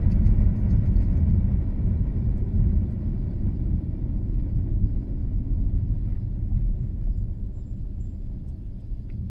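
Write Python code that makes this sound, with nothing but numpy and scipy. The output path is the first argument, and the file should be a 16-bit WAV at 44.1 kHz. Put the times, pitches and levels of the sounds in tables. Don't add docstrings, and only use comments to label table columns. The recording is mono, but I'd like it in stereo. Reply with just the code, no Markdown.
import sys
import numpy as np
from scipy import signal
from scipy.fft import rfft, irfft, next_fast_len
from scipy.io import wavfile
from scipy.ndimage import uniform_filter1d

SR = 44100
rng = np.random.default_rng(int(sys.argv[2]) if len(sys.argv) > 2 else 0)


def log_audio(samples):
    frames = np.atleast_2d(samples).T
    limited = np.clip(frames, -1, 1)
    pcm = np.round(limited * 32767).astype(np.int16)
    wavfile.write(sys.argv[1], SR, pcm)


N = 410113
TIME = np.arange(N) / SR

# [time_s, speed_share]
SPEED = [(0, 0.96), (1.5, 0.78), (3, 0.66), (4.2, 0.52), (5.4, 0.42), (6.9, 0.31), (7.6, .26), (9.3, 0.22)]
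# [time_s, extra_shake_db]
WEAR = [(0, 2), (1.3, -0.5), (2.1, 1), (3.9, -1.5), (4.4, 2), (5.7, 6.5), (6.4, 6), (7.15, 6), (7.45, 1),
        (8.2, 1.5), (9.3, -1.5)]
# [freq_hz, relative_db_per_hz]
VENT = [(500, -2), (1500, 11.5), (2400, 5.5), (3100, 1.5), (4000, -1), (4500, 1), (5200, -3.5), (5650, -6),
        (6600, -5.5), (7500, -8), (9300, -9.5), (10500, -5), (12500, -10.5), (16000, -12)]
SCUFF = [(700, 1), (1500, 3), (2300, 0.5), (3000, -7.5), (5100, -14), (5900, -22), (9000, -25)]


def from_db(db):
    return 10 ** (np.asarray(db) / 20)


def rms_one(x):
    return x / np.sqrt(np.mean(x ** 2) + 1e-20)


def in_time(rows):
    s, *columns = np.transpose(rows)
    return [np.interp(TIME, s, c) for c in columns]


def at_hz(points, hz):
    f, value = np.transpose(points)
    return np.interp(np.log(hz), np.log(f), value)


def hump(x, centre, width):
    return np.exp(-np.minimum(((x - centre) / width) ** 2, 50))


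def drift(rate_per_s):
    knots = rng.standard_normal(4096)
    return rms_one(np.interp(TIME * rate_per_s, np.arange(len(knots)), knots))


def by_speed(level_db, fall_db):
    speed, = in_time(SPEED)
    return level_db + fall_db * np.log10(np.maximum(speed, 1e-3))


def cabin_noise(colour, steady_s=0):
    # [freq_hz, correlation]
    likeness = [(30, .993), (150, .98), (300, .87), (550, .58), (900, .15), (1400, -.22), (2200, .05),
                (4500, .3), (8000, .75), (12000, .98)]
    # [freq_hz, left_minus_right_db]
    balance = [(30, -4), (80, -3.5), (170, -1.3), (550, 1), (1000, -1.5), (1300, -0.5), (1600, -2.5),
               (1920, -7.5), (2120, -5), (2340, -3.5), (3200, 0), (4500, -2), (5200, -4), (8000, 0),
               (13000, 5)]
    # [freq_hz, lead_rad]
    right_lead = [(30, .1), (90, 0.32), (170, 0.14), (400, 0.016)]
    size = next_fast_len(N)
    hz = np.maximum(np.arange(size // 2 + 1) * SR / size, 1)
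    octaves_outside = np.abs(np.log2(hz / np.clip(hz, colour[0][0], colour[-1][0])))
    gain = from_db(at_hz(colour, hz) - 30 * octaves_outside)
    alike = np.clip(at_hz(likeness, hz), -.999, .999)
    mid, side = rfft(rng.standard_normal((2, size)))
    ears = np.array([[1], [-1]])
    pair = np.sqrt(1 + alike) * mid + ears * np.sqrt(1 - alike) * side
    pair = pair * np.exp(-.5j * ears * at_hz(right_lead, hz))
    pair = pair * gain * from_db(ears * at_hz(balance, hz) / 2)
    x = irfft(pair, size)[:, :N]
    power = x.mean(axis=0) ** 2
    if steady_s:
        span = max(int(steady_s * SR), 2)
        smooth_power = uniform_filter1d(uniform_filter1d(power, span), span)
        return x / np.sqrt(smooth_power + 1e-20)
    return x / np.sqrt(power.mean())


def tone(hz):
    return np.sqrt(2) * np.sin(2 * np.pi * np.cumsum(hz) / SR)


def ring(drive, hz, t60_s):
    r = from_db(-60 / (t60_s * SR))
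    w = 2 * np.pi * hz / SR
    return signal.lfilter([0, np.sin(w)], [1, -2 * r * np.cos(w), r * r], drive + 1e-18)


def panned(x, left_db):
    return x * from_db(np.array([[.5], [-.5]]) * left_db)


def chatter(events, colour, rough_db):
    bursts = 0
    for s, db, decay_s in events:
        bursts = bursts + from_db(db) * np.exp(-np.minimum(np.abs(TIME - s) / decay_s, 30))
    return bursts * from_db(rough_db * drift(400)) * cabin_noise(colour)


def shudders(events, colour):
    shake = cabin_noise(colour)
    out = 0
    for s, db, half_width_s, hz in events:
        out = out + from_db(db) * hump(TIME, s, half_width_s) * rms_one(ring(shake, hz, t60_s=0.023))
    return out


def reflected(x, echo_db, count=10):
    out = x.copy()
    lags_s = rng.uniform(.001, .012, count)
    for lag in (lags_s * SR).astype(int):
        out[:, lag:] += rng.choice([-1, 1]) * from_db(echo_db) * x[:, :-lag]
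    return out / np.sqrt(1 + count * from_db(2 * echo_db))


def patchy(x, count=12):
    size = next_fast_len(N)
    spectrum = rfft(x, size)
    hz = np.arange(size // 2 + 1) * SR / size
    centres_hz = np.geomspace(2400, 6500, count)
    out = 0
    for weights in np.eye(count):
        band = irfft(spectrum * np.interp(hz, centres_hz, weights), size)[:, :N]
        out = out + band * from_db(2.8 * drift(30))
    return out


def body():
    # [freq_hz, relative_db_per_hz]
    bounce_colour = [(10, -22.5), (18, -2), (24, -2), (31, -0.5), (38, -5.5), (50, -26)]
    rumble_colour = [(24, -11.5), (32, -4.5), (39, 4.5), (49, 1), (58, -7.5), (72, -23.5)]
    boom_colour = [(52, -19), (66, -4.5), (76, 2), (92, 0), (105, -1), (135, -8), (153, -15), (180, -30.5)]
    upper_colour = [(135, -21.5), (158, -4), (178, 0), (205, -0.5), (218, -4.5), (232, -9), (280, -31.5)]
    # [time_s, half_width_s, rumble_lift_db, boom_lift_db]
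    jolts = [(.37, 0.16, 5, 2), (.728, 0.068, 4.5, 9), (.95, 0.075, 6, 2.5), (1.3, 0.098, -0.5, 6),
             (1.51, 0.11, 2.5, 5), (1.887, 0.066, -2.5, 4), (2.63, 0.067, -0.5, 4), (2.78, 0.019, 6, 2.5),
             (3.45, 0.19, 1.5, -0.5), (3.743, 0.027, 5, 5), (4.171, 0.027, 8.5, 5), (4.573, 0.063, 2, 5),
             (5.8, 0.054, -0.5, 5), (6.575, .035, 6.5, 8), (6.83, 0.08, -3.5, 4.5), (7.15, .1, 3.5, 2),
             (8.918, 0.11, 6.5, -2.5), (9.22, .072, -.5, 6)]
    # [time_s, half_width_s, rumble_drop_db, boom_drop_db]
    lulls = [(1.7, 0.098, 0.5, 5.5), (2.23, 0.074, 7, -2), (2.95, 0.097, 6, 1), (3.88, 0.063, 6, 0.5),
             (5.07, 0.04, 12, 6), (6.33, 0.15, 5, 0.5)]
    # [time_s, extra_left_minus_right_db]
    lean = [(0, 1), (2.3, 0.5), (3.8, -1), (7.2, -1), (8.1, 1.5)]
    wear_db, = in_time(WEAR)
    lean_db, = in_time(lean)
    shake_db = wear_db + 2.0 * drift(18)
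    surge_db = 2.0 * drift(16)
    for rows, sign in ((jolts, 1), (lulls, -1)):
        for s, half_width_s, rumble_change_db, boom_change_db in rows:
            swell = sign * hump(TIME, s, half_width_s)
            shake_db = shake_db + rumble_change_db * swell
            surge_db = surge_db + boom_change_db * swell
    bounce_db = by_speed(-33.5, fall_db=8.5) + shake_db
    rumble_db = by_speed(-24.5, fall_db=19) + shake_db
    boom_db = by_speed(-24.5, fall_db=21) + 0.46 * wear_db + surge_db
    upper_db = by_speed(-32, fall_db=24) + 0.96 * surge_db
    bounce = from_db(bounce_db) * cabin_noise(bounce_colour, steady_s=0.31)
    rumble = from_db(rumble_db) * cabin_noise(rumble_colour, steady_s=0.15)
    boom = from_db(boom_db) * cabin_noise(boom_colour, steady_s=0.1)
    upper = from_db(upper_db) * cabin_noise(upper_colour, steady_s=0.22)
    return panned(bounce + rumble, lean_db) + panned(boom + upper, 1.2 * lean_db)


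def tyres():
    # [freq_hz, relative_db_per_hz]
    drone_colour = [(190, -31.5), (228, -0.5), (285, 1), (315, -6.5), (340, -3), (385, -8), (425, -19),
                    (520, -46.5)]
    roar_colour = [(300, -15), (400, -3), (450, -2), (515, 1.5), (560, -1.5), (610, 1), (700, -5.5),
                   (770, -8.5), (950, -11.5), (1080, -18), (1220, -19.5), (1700, -34)]
    rush_colour = [(650, -7), (800, 5), (1000, 10), (1180, 0), (1300, 3), (1540, 5.5), (1680, -1.5),
                   (1820, 1), (1920, 6), (2060, -1), (2340, 3.5), (2470, -8.5), (2600, -6.5), (3100, -12.5),
                   (5000, -25), (5700, -29), (12000, -36)]
    speed, = in_time(SPEED)
    wear_db, = in_time(WEAR)
    grain = drift(40)
    cavity_db = 1.5 * hump(speed, centre=0.48, width=0.18)
    drone_db = by_speed(-39.5, fall_db=19) + cavity_db
    roar_db = by_speed(-49.5, fall_db=24) + 1.2 * grain
    rush_db = by_speed(-57, fall_db=41.5) + 0.31 * wear_db + 1.4 * grain
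    drone = from_db(drone_db) * cabin_noise(drone_colour, steady_s=0.93)
    roar = from_db(roar_db) * cabin_noise(roar_colour)
    rush = from_db(rush_db) * cabin_noise(rush_colour)
    return drone + roar + rush


def tread():
    # [time_s, pitch_hz, level_db]
    tread_curve = [(1.5, 439.7, -62.5), (2.4, 380, -50.5), (3.2, 324.2, -50.5), (3.8, 305, -44),
                   (4.5, 305.8, -46.5), (5.2, 279.9, -44.5), (6.1, 250.3, -50.5), (6.45, 226.4, -50),
                   (6.8, 155.3, -42), (7.3, 138.6, -59.5)]
    hz, level_db = in_time(tread_curve)
    hum = 0
    for _ in range(3):
        hum = hum + drift(65) * tone(hz * (1 + 0.03 * drift(20)))
    return panned(from_db(level_db) * rms_one(hum), left_db=1.7)


def grit():
    # [freq_hz, relative_db_per_hz]
    grit_colour = [(1500, -8), (2600, 1), (3400, 0.5), (4000, -2), (4400, -0.5), (5200, -1), (5700, -18),
                   (6600, -13.5), (9000, -17.5)]
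    # [time_s, level_db, decay_s]
    scuffs = [(4.345, -65, .012), (4.4, -62.5, .009), (5.78, -74, 0.074), (6.1, -67, .086),
              (6.57, -71, 0.074), (6.84, -71.5, .055), (7.03, -70.5, 0.033)]
    coarse_db = 2 * hump(TIME, centre=3.25, width=0.44)
    level_db = by_speed(-76.5, fall_db=11.5) + coarse_db
    flicker_db = 1.6 * drift(45) + 2.2 * drift(550)
    crackle = from_db(level_db + flicker_db) * patchy(cabin_noise(grit_colour))
    return reflected(crackle + chatter(scuffs, SCUFF, rough_db=4.5), echo_db=-13)


def bumps():
    # [time_s, level_db, half_width_s, pitch_hz]
    bump_events = [(2.728, -59.5, 0.011, 1554), (3.172, -55, 0.02, 520), (5.76, -61.5, .015, 620),
                   (6.521, -57.5, 0.02, 730), (7.077, -58.5, .014, 620), (7.578, -63, .019, 550),
                   (7.88, -64.5, .035, 560), (8.45, -62, 0.016, 700)]
    return shudders(bump_events, SCUFF)


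def engine():
    # [time_s, pitch_hz, level_db before a 2.5 dB cut]
    engine_curve = [(0, 212.8, -40), (2.7, 210.7, -42), (4.5, 206.3, -45), (6, 201.5, -50),
                    (6.9, 194.6, -43), (7.6, 191.9, -46.5), (8.4, 191, -50.5), (9.3, 190.5, -49)]
    hz, level_db = in_time(engine_curve)
    hz = hz * (1 + 0.015 * drift(25))
    hum = tone(hz) * from_db(level_db - 2.5 + 3.0 * drift(12))
    low = tone(.6 * hz) * from_db(-45.5 + 1.1 * drift(8.8))
    return panned(hum + low, left_db=-2.0)


def trim():
    # [time_s, edge_level_db before a 0.4 dB cut, decay_s, face_minus_edge_db, clips_minus_edge_db]
    rattles = [(.12, -55.5, 0.0078, 1.5, -9), (0.265, -61.5, 0.012, 7, -3.5),
               (0.414, -69, 0.0081, 10, -2.5), (0.564, -71, 0.0068, 9, -.5),
               (0.708, -64.5, 0.0096, 4.5, -4), (.867, -66.5, .013, 4, -2), (1.02, -69.5, .039, 7.5, -9),
               (1.173, -72, .014, 6.5, -1.5), (1.302, -70, .009, 5.5, -6)]
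    # [freq_hz, relative_db_per_hz]
    edge_colour = [(3000, -24.5), (3900, -8.5), (4400, 1.5), (4800, -1.5), (5200, 1.5), (5800, -16),
                   (7000, -22)]
    face_colour = [(1200, -12), (1900, 2.5), (2500, -1.5), (2900, -11), (3600, -17)]
    clips_colour = [(5700, -9.5), (6200, 1), (6650, 0.5), (7300, -17.5), (8500, -12.5), (9700, -8.5),
                    (10400, -6.5), (11200, -5.5), (12000, -17), (15500, -24)]
    # [time_s, level_db, half_width_s, pitch_hz]
    clip_rings = [(.72, -69.5, .019, 6450), (.968, -60.5, .005, 4470), (3.3, -75, .04, 4530),
                  (8.55, -81, .02, 4500)]
    edge_hits = [(s, db, decay_s) for s, db, decay_s, _, _ in rattles]
    face_hits = [(s, db + knock_db, decay_s) for s, db, decay_s, knock_db, _ in rattles]
    clip_hits = [(s, db + sizzle_db, decay_s) for s, db, decay_s, _, sizzle_db in rattles]
    edge = chatter(edge_hits, edge_colour, rough_db=2.5)
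    face = chatter(face_hits, face_colour, rough_db=2.5)
    clips = chatter(clip_hits, clips_colour, rough_db=3.0)
    fret_gain = from_db(-88 + 3.0 * drift(35) + 3.5 * drift(600))
    fret = fret_gain * hump(TIME, centre=.55, width=0.76) * cabin_noise(clips_colour)
    buzz = from_db(-0.4) * (edge + face + clips) + fret
    return panned(reflected(buzz, echo_db=-13.5) + shudders(clip_rings, VENT), left_db=-1.5)


def click():
    # [time_s, level_db before a 4.5 dB cut, centre_hz]
    contacts = [(9.0915, -51, 1350), (9.094, -55, 1450), (9.1005, -43.5, 2400), (9.1045, -57, 4500),
                (9.109, -56, 1900), (9.1145, -56, 5600), (9.1235, -54, 4100), (9.134, -63, 2350),
                (9.142, -66, 2100)]
    # [freq_hz, relative_db, t60_s]
    modes = [(1450, 1, .02), (1680, -8, .025), (2090, -1.5, .042), (2215, -2, .026), (2340, -5, .02),
             (2460, -6, .022), (2560, -8, .035), (3350, -16, .04), (4086, -10, .03), (4690, -8, .03),
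             (5300, -13, .04)]
    s, db, centre_hz = np.transpose(contacts)
    out = np.zeros((2, N))
    for hz, mode_db, t60_s in modes:
        octaves_off = np.abs(np.log2(hz / centre_hz))
        hits = np.zeros(N)
        hits[(s * SR).astype(int)] = from_db(db - 17 * octaves_off)
        band = signal.butter(1, [hz * .85, hz * 1.15], "band", fs=SR, output="sos")
        mode = signal.sosfilt(band, ring(hits, hz, t60_s))
        out += from_db(mode_db + rng.normal(0, 1.3, (2, 1))) * mode
    return panned(from_db(-4.5) * out, left_db=-8)


def brake():
    # [peak_s, level_db, hold_s]
    squeals = [(6.44, -93, .09), (6.795, -86.5, .07), (6.94, -93.5, .13), (7.092, -87, .02),
               (7.17, -79.5, .03), (7.28, -95, .08), (7.385, -89, .02), (7.55, -76, .06), (7.67, -78, .035),
               (7.77, -86, .02), (7.96, -91, .02), (8.013, -71, .03), (8.103, -78.5, .02),
               (8.205, -87, .04)]
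    # [time_s, pitch_hz]
    squeal_pitch = [(7.2, 7295), (7.42, 7370), (7.55, 7297), (7.8, 7335), (8, 7295), (8.24, 7365)]
    attack_s, release_db_per_s = 0.016, 203.5
    singing = 0
    for s, db, hold_s in squeals:
        rise = hump(np.minimum(TIME, s), s, attack_s)
        fade_db = release_db_per_s * np.maximum(TIME - s - hold_s, 0)
        singing = np.maximum(singing, rise * from_db(db - fade_db))
    hz, = in_time(squeal_pitch)
    hz = hz * (1 + 0.002 * drift(300))
    stutter = from_db(2.0 * drift(90))
    return panned(singing * stutter * tone(hz), left_db=1.0)


def ticks():
    # [time_s, level_db, decay_s]
    tick_events = [(1.025, -72, .012), (1.865, -77, 0.0078), (2.38, -72.5, 0.0088), (2.92, -74, .014),
                   (7.468, -74, .004), (8.489, -69, 0.011), (8.81, -75, .0065)]
    # [freq_hz, relative_db_per_hz]
    tick_colour = [(3500, -23.5), (5200, -1.5), (6800, -3), (7400, -6), (8000, 4.5), (9300, -12),
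                   (10600, -7), (12000, -15.5), (16000, -22)]
    return chatter(tick_events, tick_colour, rough_db=2.0)


def vent():
    return from_db(-77.5) * reflected(cabin_noise(VENT), echo_db=-14.5)


def scene():
    road = body() + tyres() + tread() + grit() + bumps()
    return road + engine() + trim() + click() + brake() + ticks() + vent()


def record(dry):
    low_pass = signal.ellip(10, .1, 80, 15720, fs=SR, output="sos")
    return signal.sosfilt(low_pass, dry)


dry = scene()
out = record(dry)
log_audio(out)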